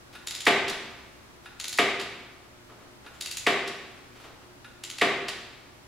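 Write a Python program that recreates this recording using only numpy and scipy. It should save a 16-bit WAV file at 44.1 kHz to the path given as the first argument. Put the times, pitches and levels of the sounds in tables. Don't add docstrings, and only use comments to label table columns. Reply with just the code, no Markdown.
import sys
import numpy as np
from scipy import signal
from scipy.fft import rfft, irfft
from scipy.io import wavfile
from scipy.ndimage import uniform_filter1d

SR = 44100
rng = np.random.default_rng(int(sys.argv[2]) if len(sys.argv) > 2 else 0)


def level_to_linear(level):
    exponent = np.asarray(level, float) / 20
    return 10 ** exponent


def bounce(signal):
    frames = np.transpose(np.atleast_2d(signal))
    limited = np.clip(frames, -1, 1)
    pcm = np.round(limited * 32767).astype(np.int16)
    wavfile.write(sys.argv[1], SR, pcm)


N = 258867

# freq_hz, level_db, t60_s
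SOCKET_MODES = [(835, -7.5, 0.041), (1416, 7, 0.04), (1705, 1.5, 0.043), (2510, -2, 0.087),
                (2770, -3, 0.062), (3740, 8, 0.0063), (5000, -8, 0.033), (10100, -8.5, 0.026)]


def break_over():
    # ring_hz, ring_hz
    blows = [
        (.4671, -2.5, -27, 1560, 868),
        (1.7858, -4.5, -26.5, 2260, 1254),
        (3.4655, -5.5, -27, 1800, 1123),
        (5.0132, -5, -28.5, 1840, 1142),
    ]
    # freq_hz, level_db, t60_s
    modes = [(230.3, -1.5, 0.15), (341, -2.5, 0.3), (392.6, 7, 0.22), (497.7, -2.5, 0.15), (704, 4, 0.17),
             (1170, 8.5, 0.028), (1740, -19, 0.046), (2280, 4.5, 0.02), (2650, -13, 0.093),
             (3400, -5, 0.16), (3770, -2.5, 0.082), (4950, -8, 0.056), (7550, -7.5, 0.027)]
    # freq_hz, density_db (per Hz)
    crack = [(40, -69), (100, -15.5), (180, -13), (290, -6), (600, -6), (880, -10.5), (1360, -9),
             (1950, -0.5), (3300, -9.5), (4300, -15.5), (5650, -23), (10200, -31), (13500, -43),
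             (16000, -66)]
    return strikes(blows, modes, crack, ring_db=-2.5, own_db=2.0, own_t60=0.087,
                   rise_s=0.013, rush_s=0.032, slack_db=-31, lead_s=0.001071)


def ratchet():
    # start_s, peak_db, treble_minus_body_db, ring_hz, ring_hz
    ticks = [(0.2708, -22, -13, 3740, 7050), (0.3081, -24.5, -15, 3700, 4940),
             (0.3491, -25, -13, 3740, 5170), (0.4048, -26, -13, 3100, 7100), (0.453, -26, -7, 1950, 5340),
             (1.5989, -24, -15.5, 4380, 6700), (1.6416, -23.5, -18.5, 3640, 6200),
             (1.6806, -23.5, -3, 4080, 6650), (1.727, -24, -13, 4340, 5000), (1.7754, -25, -2, 2250, 4600),
             (3.2096, -22.5, -8.5, 3800, 4600), (3.259, -24, -11.5, 2730, 4570),
             (3.3118, -24.5, -5.5, 2730, 4660), (3.3699, -22, -5.5, 2590, 6700),
             (4.8367, -25.5, -13.5, 2900, 7350), (4.8997, -26.5, -15.5, 3140, 6470),
             (4.9835, -25.5, -21, 2650, 4440)]
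    # freq_hz, level_db, t60_s
    modes = [(7070, 3, 0.0074), (10300, 1, .006), (11860, -20, 0.005)]
    # freq_hz, density_db (per Hz)
    crack = [(410, -63), (700, -25.5), (2000, -12), (3000, -11), (4200, -7.5), (5500, -12.5), (7200, -12.5),
             (9000, -18.5), (11000, -17.5), (16000, -36)]
    bounce_s, bounce_db = 0.0115, -5.5
    sound = strikes(ticks, modes, crack, ring_db=-3, own_db=4.5, own_t60=0.012,
                    rise_s=0.0012, rush_s=0.017, slack_db=-17.5, lead_s=0.0004)
    add(sound, bounce_s, level_to_linear(bounce_db) * sound)
    return sound


def latch_reset():
    # start_s, peak_db, treble_minus_body_db, ring_hz
    snaps = [
        (0.681, -20, -14, 3300),
        (0.6963, -23, -3, 5820),
        (0.7079, -26.5, -49, 3070),
        (1.997, -22, -19, 2640),
        (2.0125, -28.5, -6, 3530),
        (3.6755, -25, -8, 5600),
        (5.2834, -19, -12.5, 3120),
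        (5.2905, -33, -10, 3390),
    ]
    # freq_hz, level_db, t60_s
    modes = [(3200, -11, .012), (4700, 8, 0.0034), (7340, 7.5, 0.0048), (10350, 1.5, 0.0089)]
    # freq_hz, density_db (per Hz)
    crack = [(410, -39), (700, -5.5), (1460, -4), (2660, -1.5), (4610, -4), (5990, -12), (11200, -23),
             (16000, -40)]
    return strikes(snaps, modes, crack, ring_db=-10.0, own_db=8.0, own_t60=0.018,
                   rise_s=0.00052, rush_s=0.043, slack_db=-20, lead_s=0.0005)


def socket_seat():
    # start_s, peak_db, treble_minus_body_db
    seats = [
        (0.1516, -31.5, -10),
        (1.4571, -31.5, -16),
        (3.0634, -34, -13),
        (4.6448, -33.5, -15),
    ]
    # freq_hz, density_db (per Hz)
    crack = [(290, -56), (500, -28), (796, 7), (1160, -14), (1410, -2), (1870, 2), (3820, -10.5),
             (12000, -43), (15600, -66), (22000, -120)]
    return strikes(seats, SOCKET_MODES, crack, ring_db=9, own_db=-5, own_t60=0.03,
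                   rise_s=0.00044, rush_s=0.038, slack_db=-35, lead_s=0.0005)


def shuffle():
    # start_s, peak_db, treble_minus_body_db, ring_hz
    nudges = [(0.127, -37, -11, 1440), (1.434, -46, -10, 1380), (2.695, -37.5, -28, 1270),
              (2.807, -41.5, -26, 713), (3.042, -38, -23, 813), (3.138, -40.5, -14, 7200),
              (4.151, -40.5, -15, 2280), (4.197, -39.5, -14, 1280), (4.236, -34.5, -19, 1270),
              (4.298, -42, -40, 1280), (4.411, -43.5, -27, 1010)]
    # freq_hz, density_db (per Hz)
    crack = [(180, -10), (300, -1), (867, -3), (1250, -0.5), (1910, -7), (3040, -7.5), (14000, -33.5)]
    return strikes(nudges, SOCKET_MODES, crack, ring_db=-12, own_db=17.0, own_t60=0.015,
                   rise_s=0.0041, rush_s=0.096, slack_db=-30, lead_s=0.00073)


def strikes(rows, modes, crack, ring_db, own_db, own_t60, rise_s, rush_s, slack_db, lead_s):
    out, hz = np.zeros(N), np.fft.rfftfreq(8192, 1 / SR)
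    lag_s, lag_hz = 0.009005, 449
    lag = np.exp(-2j * np.pi * lag_s * lag_hz * np.arctan(hz / lag_hz))
    usual_db = np.mean([row[2] for row in rows])
    crack_power = power(level_to_linear(read(crack, hz)))
    for s, peak_db, treble_db, *own_hz in rows:
        all_modes = modes + [(own, own_db, own_t60) for own in own_hz]
        f, db, t60 = (column[:, None] for column in np.transpose(all_modes))
        resonances = level_to_linear(2 * db) / ((hz - f) ** 2 + (0.94 / t60) ** 2) ** 0.84
        ring = np.sqrt(resonances.sum(0))
        ring *= hz ** 2 / (hz ** 2 + 150 ** 2)
        body = crack_power + level_to_linear(2 * ring_db) * power(ring)
        body *= (hz / 3000 + 0.042) ** (0.1 * (treble_db - usual_db))
        click = causal(10 * np.log10(body / body.mean() + 1e-12))
        sound = level_to_linear(peak_db + 15.5) * irfft(rfft(click) * lag * rattle(rise_s, rush_s))
        add(out, s - lead_s, sound)
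        add(out, s - lead_s - 0.004, level_to_linear(slack_db) * sound)
    return out


def rattle(rise_s, t60, size=8192):
    t = np.arange(size) / SR
    shape = (1.12 - np.exp(-t / rise_s)) * level_to_linear(-60 * (t / t60) ** 1.5)
    burst = rng.standard_normal(size) * shape
    for _ in range(8):
        burst = irfft(np.exp(1j * np.angle(rfft(burst))))
        burst *= shape / np.sqrt(abs(uniform_filter1d(burst ** 2, size=48)) + 1e-9)
    return rfft(burst / np.linalg.norm(burst))


def causal(db):
    cepstrum = irfft(np.maximum(db, -100) * np.log(10) / 20)
    cepstrum[1:len(db) - 1] *= 2
    cepstrum[len(db):] = 0
    return irfft(np.exp(rfft(cepstrum)))


def power(spectrum):
    return abs(spectrum) ** 2 / np.sum(abs(spectrum) ** 2)


def read(points, hz):
    f, value = np.transpose(points)
    return np.interp(np.log(hz + 1), np.log(f + 1), value)


def add(mix, s, sound):
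    part = mix[round(s * SR):][:len(sound)]
    part += sound[:len(part)]


def garage(x, wet_db, near_db, build_s):
    # freq_hz, t60_s
    decay = [(120, 1.5), (300, 1.06), (700, 1.06), (1500, 1.08), (2500, 1.08), (4000, 1.03), (7000, 0.74),
             (11000, 0.46), (16000, 0.31)]
    # delay_s, left_db, right_db
    echoes = [(.0112, -13.5, -12.5), (.0128, -9, -15.5), (.0173, -17, -16.5), (.0305, -44, -56),
              (.037, -12, -13)]
    # freq_hz, side_minus_mid_db
    spread = [(60, -48), (130, -31), (290, -25), (640, -14.5), (1410, -9.5), (3100, -6), (6820, -3),
              (15000, 3)]
    tail = pair_noise(520, 512, spread, lambda hz, t: -60 * t / read(decay, hz))
    t = np.arange(tail.shape[1]) / SR
    tail *= 1 - np.exp(-(t / build_s) ** 2)
    tail *= 1 + level_to_linear(near_db - 60 * t / 0.59)
    tail *= level_to_linear(wet_db) / np.linalg.norm(tail, axis=1, keepdims=True)
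    tail[:, 0] += 1
    for k, (delay, *db) in enumerate(echoes):
        right_shift = k % 3 - 1
        tail[:, round(delay * SR) + np.array([0, right_shift])] += np.diag(level_to_linear(np.array(db)))
    return signal.fftconvolve(x[None], tail, axes=1)[:, :N]


def pair_noise(frames, size, width, shape):
    hz = np.fft.rfftfreq(size, 1 / SR)[:, None]
    a, b, c, d = rng.standard_normal((frames, len(hz), 4)).T
    mid, side = a + 1j * b, level_to_linear(read(width, hz)) * (c + 1j * d)
    t = np.arange(frames) * size / 4 / SR
    z = np.array([mid + side, mid - side]) * level_to_linear(shape(hz, t))
    return signal.istft(z, nperseg=size, noverlap=size * 3 // 4)[1]


def lamps():
    # freq_hz, level_db, width_hz, beat_depth_db
    hum = [(65, -67.5, 1.8, -1), (119, -61.5, 2.11, 1.5), (266, -74, 2, 1.5), (358, -62, 8, -0.3),
           (607, -70.5, 4.9, 3.5), (856, -74, 2.6, 1.2)]
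    beat_s, beat_top_s = 2.37, 2.9
    t, out = np.arange(N) / SR, np.zeros(N)
    beat = np.cos(2 * np.pi * (t - beat_top_s) / beat_s)
    for hz, db, width, depth_db in hum:
        waver = sum(np.exp(2j * np.pi * (width * rng.uniform(-0.8, 1) * t + rng.random()))
                    for _ in range(6))
        tone = ((1 + 0.22 * waver) * np.exp(2j * np.pi * hz * t)).real
        out += level_to_linear(db + depth_db * beat) * tone
    return out


def wash():
    # freq_hz, density_db (per Hz)
    spectrum = [(12, -42), (20, -12), (91, -5), (123, -10), (204, -10), (241, -7), (357, -9.5),
                (388, -12.5), (590, -13.5), (698, -14.5), (1190, -14.5), (2820, -22.5), (5380, -26),
                (16000, -37)]
    # freq_hz, side_minus_mid_db
    spread = [(60, -11), (150, -2.5), (380, -1), (950, -0.5), (2380, 1.5), (5980, 2), (15000, -0.5)]
    level_db, swell_db, swell_s, swell_top_s = -52.05, 0.77, 3.03, 0.65
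    swell = np.cos(2 * np.pi * (np.arange(N) / SR - swell_top_s) / swell_s)
    noise = pair_noise(N // 512 + 5, 2048, spread, lambda hz, t: read(spectrum, hz) + 0 * t)[:, :N]
    noise /= np.sqrt(np.mean(noise ** 2) + 1e-20)
    return level_to_linear(level_db + swell_db * swell) * noise


def scene():
    frame = break_over() + shuffle()
    head = ratchet() + latch_reset() + socket_seat()
    out = garage(frame, wet_db=3.0, near_db=-8, build_s=0.0023)
    out += garage(head, wet_db=0.5, near_db=-19.0, build_s=0.0015)
    return out + wash() + lamps()


def low_pass(x):
    return signal.sosfilt(signal.butter(12, 16480, fs=SR, output="sos"), x)


def record(dry):
    balance_db = np.array([[0.2], [-0.2]])
    edge = signal.firwin(255, 15900, fs=SR)[None]
    mix = signal.oaconvolve(dry * level_to_linear(balance_db), edge, "same")
    return low_pass(mix)


dry = scene()
out = record(dry)
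bounce(out)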